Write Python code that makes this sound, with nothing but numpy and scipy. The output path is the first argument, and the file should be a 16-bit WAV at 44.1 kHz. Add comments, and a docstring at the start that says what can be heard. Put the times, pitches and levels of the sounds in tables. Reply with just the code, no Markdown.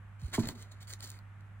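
"""Bearded dragon on a straw mat

The lizard shuffles over woven straw in a glass tank in a small quiet room, close to a phone.
Claws and scales catch on the fibres in short scuffs, single ticks and one skidding rasp. Its body
lands with a soft thud, then a foot slips and knocks the floor. Mains hum and faint air lie underneath."""
import sys
import numpy as np
from scipy import signal
from scipy.fft import rfft, irfft
from scipy.io import wavfile

SR = 44100
rng = np.random.default_rng(int(sys.argv[2]) if len(sys.argv) > 2 else 0)


def generate_wav(signal):
    """Clip the signal to [-1, 1] and save it as 16-bit WAV at the path in sys.argv[1]."""
    frames = np.transpose(np.atleast_2d(signal))
    scaled = np.clip(frames, -1, 1) * 32767
    pcm = np.round(scaled).astype(np.int16)
    wavfile.write(sys.argv[1], SR, pcm)


N = 70560
TOP_HZ = 15750
REFLECTIONS_ALIKE_HZ = 890  # below this, reflections are alike at both microphone ports


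def scuffs(t, catches_per_s=2500, spread_db=2.4, rub_db=-4, weave_per_s=170, weave_db=2.33):
    """Claws and scales drag over the straw: each stroke is a dense run of tiny catches over rubbing."""
    # strokes over the weave: t/s, length/s, level/dB, swell over the stroke/dB, tilt/(dB per octave)
    strokes = [(0.19, 0.11, -61.5, 1, -2.5), (0.312, 0.02, -53.5, 13.5, -4), (0.331, 0.027, -35, -4, -1),
               (0.364, 0.0084, -42.5, -3, -2.5), (0.387, 0.012, -43, 10, -1.7),
               (0.421, 0.093, -44, -4.5, -5.5), (0.486, 0.033, -53, -6, 1.5),
               (0.548, 0.081, -56, 5.5, -2.4), (0.64, 0.21, -66.5, -4.5, -4.5),
               (0.712, 0.0088, -57, 2.5, -2), (0.802, 0.029, -52.5, 1.5, -1.5),
               (0.871, 0.043, -52, 8, -0.6), (0.913, 0.02, -50, 0, -1.3), (0.984, 0.034, -58, 8, -3),
               (1.021, 0.021, -44, 4, 0), (1.059, 0.043, -54, 4, -1.6), (1.115, 0.059, -59, -2.5, -2.9)]
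    attack_s, release_s = 0.008, 0.011
    out = np.zeros(N)
    for start, length, db, swell_db, tilt in strokes:
        sizes = undb(spread_db * np.minimum(rng.exponential(size=N), 4)) * rng.choice([-1, 1], N)
        catches = unit(sizes * (rng.random(N) < catches_per_s / SR))
        rubbing = undb(rub_db) * rng.standard_normal(N)
        grip = undb(weave_db * walk(weave_per_s))  # tightens and slackens from straw to straw
        friction = unit((catches + rubbing) * grip)
        age = t - start
        attack = .5 + .5 * np.tanh(2 * age / attack_s - 1)
        release = np.exp(-np.maximum(age - length, 0) / release_s)
        swell = undb(swell_db * (np.clip(age / length, 0, 1) - .5))
        out += undb(db) * colour(friction * attack * swell * release, straw_spectrum(), tilt)
    return out


def ticks(t, rise_s=0.0002, decay_s=0.0005, rustle_db=-19, rustle_s=0.0023):
    """A claw snaps off a straw, which rustles briefly as it springs back."""
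    # claw snaps: t/s, level before the low cut/dB, tilt/(dB per octave)
    snaps = [(0.423, -46, -1), (0.4556, -39, 0), (0.4738, -34, 5), (0.4855, -36, 0), (0.4881, -27.5, -1),
             (0.6248, -43.5, 0), (0.7195, -54, 0), (0.829, -49, 1), (0.8723, -52, 0), (0.9275, -42, 1),
             (0.936, -34.5, -1), (1.0062, -40.5, 0), (1.0345, -41, 0), (1.0420, -42, 3), (1.0480, -42, 0),
             (1.059, -46, 1), (1.0738, -45, 1), (1.0940, -45, 4), (1.1024, -37, 5), (1.1165, -45.5, 2),
             (1.1895, -49.5, -2.5), (1.408, -61, -3)]
    level_span_s = 0.001  # each tick carries the energy of its level held this long
    low_cut_hz = 1400  # a single straw is too small to radiate bass
    out = np.zeros(N)
    for start, db, tilt in snaps:
        age = t - start
        envelope = fade(-age, rise_s) + fade(age, decay_s) + undb(rustle_db) * fade(age, rustle_s)
        tick = colour(envelope * rng.choice([-1, 1], N), straw_spectrum(), tilt)
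        out += undb(db) * unit(tick) * np.sqrt(level_span_s * SR / N)
    return signal.sosfilt(signal.butter(2, low_cut_hz, "highpass", fs=SR, output="sos"), out)


def rasp(t, start_s=0.333, length_s=0.029, start_hz=960, end_hz=1100, jitter=0.06, level_db=-39):
    """A skidding claw sticks and slips ever faster and rings the mat."""
    # resonances of the mat under the claw: f/Hz, width/Hz, level/dB
    resonances = [(726, 170, 7.5), (1020, 330, 1), (1510, 81, 16.5), (1696, 61, 12), (1940, 160, -1),
                  (2214, 150, 4), (2780, 55, 7), (2886, 194, -1), (3800, 69, -10)]
    progress = np.clip((t - start_s) / length_s, 0, 1)
    slip_hz = (start_hz + (end_hz - start_hz) * progress) * (1 + jitter * walk(start_hz))
    pulses = np.diff(np.floor(np.cumsum(slip_hz) / SR), prepend=0)
    slips = pulses * undb(2.1 * walk(start_hz))
    ring = sum(undb(db) * resonate(slips, hz, width) for hz, width, db in resonances)
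    swell = np.sqrt(np.abs(np.sin(np.pi * progress)))
    return undb(level_db) * unit(ring) * swell


def straw_spectrum(ripple_db=2.5, spacing_hz=261.5):
    """The tone of straw, rippled by the chance resonances of one spot on the mat."""
    # spectrum of scratched straw: f/Hz, level/dB
    straw = [(200, -5), (600, -6.5), (1000, -2.5), (1600, -0.5), (2150, 0), (2550, -6.5), (3200, 0),
             (4300, 5), (5200, -1.5), (6500, 3), (9200, -3.5), (12300, -10), (14000, -1), (15500, -3)]
    hz, db = np.array(straw).T
    grid = np.arange(hz[0], SR / 2, spacing_hz)
    ripple = ripple_db * rng.standard_normal(256)[:len(grid)]
    return np.column_stack([grid, np.interp(np.log(grid), np.log(hz), db) + ripple])


def knocks(t):
    """Blows ring the floor; bending waves bring the high notes first and the low ones swell behind."""
    # blows on the floor: t/s, level/dB, tilt about 230 Hz/(dB per octave)
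    blows = [(0.276, -48.5, 3.5), (0.3795, -16.5, 4.5), (0.3888, -24.5, 1), (0.3973, -26.5, 2.5),
             (0.433, -39, -0.5), (0.462, -40, -13), (0.488, -37, 9), (1.038, -49.5, 7)]
    # modes of the mat and its boards: f/Hz, level/dB, t60/s
    floor_modes = [(67, -15, 0.082), (114.8, 8.5, 0.058), (139.5, 11.5, 0.046), (186, -9, 0.095),
                   (217.7, -3.5, 0.039), (237, 2, 0.071), (317.5, -18, 0.23), (359, -27, 0.14),
                   (384.4, -5.5, 0.051), (426, -26, 0.023), (653, -17, 0.033), (933.5, -18.5, 0.028),
                   (1004, -23.5, 0.056), (1087, -24.5, 0.03)]
    travel_s = 0.0093  # at 100 Hz
    out = np.zeros(N)
    for start, db, tilt in blows:
        for hz, mode_db, t60 in floor_modes:
            lag_s = travel_s * (np.sqrt(100 / hz) - np.sqrt(100 / 1000))  # 1 kHz arrives on time
            age = np.maximum(t - start - lag_s, 0)
            rise = 1 - np.exp(-(age * hz) ** 2)  # about one cycle long
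            ring = rise * fade(age, t60 / np.log(1000)) * np.sin(2 * np.pi * hz * age)
            out += undb(db + mode_db + tilt * np.log2(hz / 230)) * ring
    return out


def thud(t, start_s=0.219, length_s=0.063, start_hz=253, rest_hz=40, fall_s=0.0194, level_db=-28.5):
    """Soft weight lands on the mat: a bending wave that falls in pitch as it passes."""
    age = np.clip(t - start_s, 0, length_s)
    hz = rest_hz + (start_hz - rest_hz) * np.exp(-age / fall_s)
    phase = 2 * np.pi * np.cumsum(hz * (age > 0)) / SR
    swell = np.sin(np.pi * age / length_s) ** 2
    return undb(level_db) * swell * np.sin(phase)


def tank_reflections(x, t, lag_s=0.0005, decay_s=0.001, level_db=-7):
    """The glass tank and the mat throw each scratch back at once, differently to each port."""
    scatter = diffuse(REFLECTIONS_ALIKE_HZ) * fade(t - lag_s, decay_s)
    return undb(level_db) * reflect(x, scatter)


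def room(x, t, bass_t60_s=0.45, treble_t60_s=0.15, crossover_hz=1500, predelay_s=0.0015):
    """A small room's short reverb, whose treble dies first."""
    noise = diffuse(REFLECTIONS_ALIKE_HZ)
    bass = signal.sosfilt(signal.butter(2, crossover_hz, fs=SR, output="sos"), noise)
    age = t - predelay_s
    bass_tail = bass * fade(age, bass_t60_s / np.log(1000))
    treble_tail = (noise - bass) * fade(age, treble_t60_s / np.log(1000))
    return reflect(x, bass_tail + treble_tail)


def mains_hum(t, hz=100.2, level_db=-48.5, octave_db=-70):
    """An appliance hums on the mains: one low tone and a trace of its octave."""
    phase = 2 * np.pi * hz * t
    return np.sqrt(2) * (undb(level_db) * np.sin(phase) + undb(octave_db) * np.sin(2 * phase))


def room_air(level_db=-58):
    """The quiet air of the room: a dark, steady bed of noise from all around."""
    # spectrum of the room tone: f/Hz, level/dB
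    air = [(20, -32), (45, 5), (75, 0), (130, -2.5), (200, -8.5), (290, -20), (420, -23), (800, -17.5),
           (1400, -14), (2100, -18.5), (3200, -31), (5000, -43.5), (8000, -39.5), (15500, -51)]
    return undb(level_db) * unit(colour(diffuse(alike_hz=1480), air))


def ports(x, left_bass_db=-3, right_lag_s=0.000112, lag_above_hz=2100):
    """Two microphone ports: the left hears less bass, the right hears the treble later."""
    hz = np.fft.rfftfreq(2 * N, 1 / SR)
    treble = (hz / lag_above_hz) ** 6
    lag_s = right_lag_s * treble / (1 + treble)
    left = undb(left_bass_db / (1 + hz / 2500))
    right = np.exp(-2j * np.pi * hz * lag_s)
    return irfft(rfft(x, 2 * N) * np.array([left, right]))[:, :N]


def diffuse(alike_hz, bass_width=0.28):
    """Stereo noise from all around: alike in the bass, unrelated in the treble."""
    mid, side = rfft(rng.standard_normal((2, N)))
    apart = (np.fft.rfftfreq(N, 1 / SR) / alike_hz) ** 2
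    width = (apart + bass_width) / (apart + 1)
    return irfft((mid + width * side * np.array([[1], [-1]])) / np.hypot(1, width), N)


def reflect(x, response):
    """Play a mono sound through a stereo impulse response scaled to unit energy."""
    return signal.fftconvolve(x[None], unit(response) / np.sqrt(N), axes=1)[:, :N]


def colour(x, points, tilt_db=0):
    """Causal EQ of unit power through (f/Hz, level/dB) points, tilted per octave."""
    octave = np.log2(np.maximum(np.fft.rfftfreq(2 * N, 1 / SR), 1))
    hz, db = np.array(points).T
    slope_db = tilt_db * np.clip(octave, np.log2(hz[0]), np.log2(TOP_HZ))
    gain = undb(np.interp(octave, np.log2(hz), db) + slope_db)
    gain /= np.sqrt(np.mean(gain[octave < np.log2(TOP_HZ)] ** 2))
    # minimum phase, so nothing rings ahead of an attack
    cepstrum = irfft(np.log(gain))
    cepstrum[1:N] *= 2
    cepstrum[N + 1:] = 0
    return irfft(rfft(x, 2 * N) * np.exp(rfft(cepstrum)))[..., :N]


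def resonate(x, hz, width_hz):
    """A resonance applied twice, for steep flanks."""
    b, a = signal.iirpeak(hz, hz / width_hz, fs=SR)
    return signal.lfilter(b, a, signal.lfilter(b, a, x))


def walk(per_s):
    """Random levels joined by lines, at rms 1."""
    return unit(np.interp(np.arange(N) * per_s / SR, np.arange(N), rng.standard_normal(N)))


def fade(age, decay_s):
    """Silence, then an exponential decay from 1."""
    return (age >= 0) * np.exp(-np.maximum(age, 0) / decay_s)


def undb(db):
    """Decibels to gain."""
    return 10 ** (np.asarray(db) / 20)


def unit(x):
    """Scale to rms 1."""
    return x / np.sqrt(np.mean(x ** 2) + 1e-30)


def scene(scratch_send_db=-12, knock_send_db=-15.5):
    """Close scratches and bumps with their reflections, over hum and room tone."""
    t = np.arange(N) / SR
    scratching = scuffs(t) + rasp(t) + ticks(t)
    knocking = knocks(t)
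    direct = ports(scratching + knocking + thud(t))
    reverb = room(undb(scratch_send_db) * scratching + undb(knock_send_db) * knocking, t)
    return direct + tank_reflections(scratching, t) + reverb + ports(mains_hum(t)) + room_air()


def record(dry):
    """The phone cuts the top treble steeply."""
    return signal.sosfilt(signal.ellip(10, .2, 80, TOP_HZ, fs=SR, output="sos"), dry)


dry = scene()
out = record(dry)
generate_wav(out)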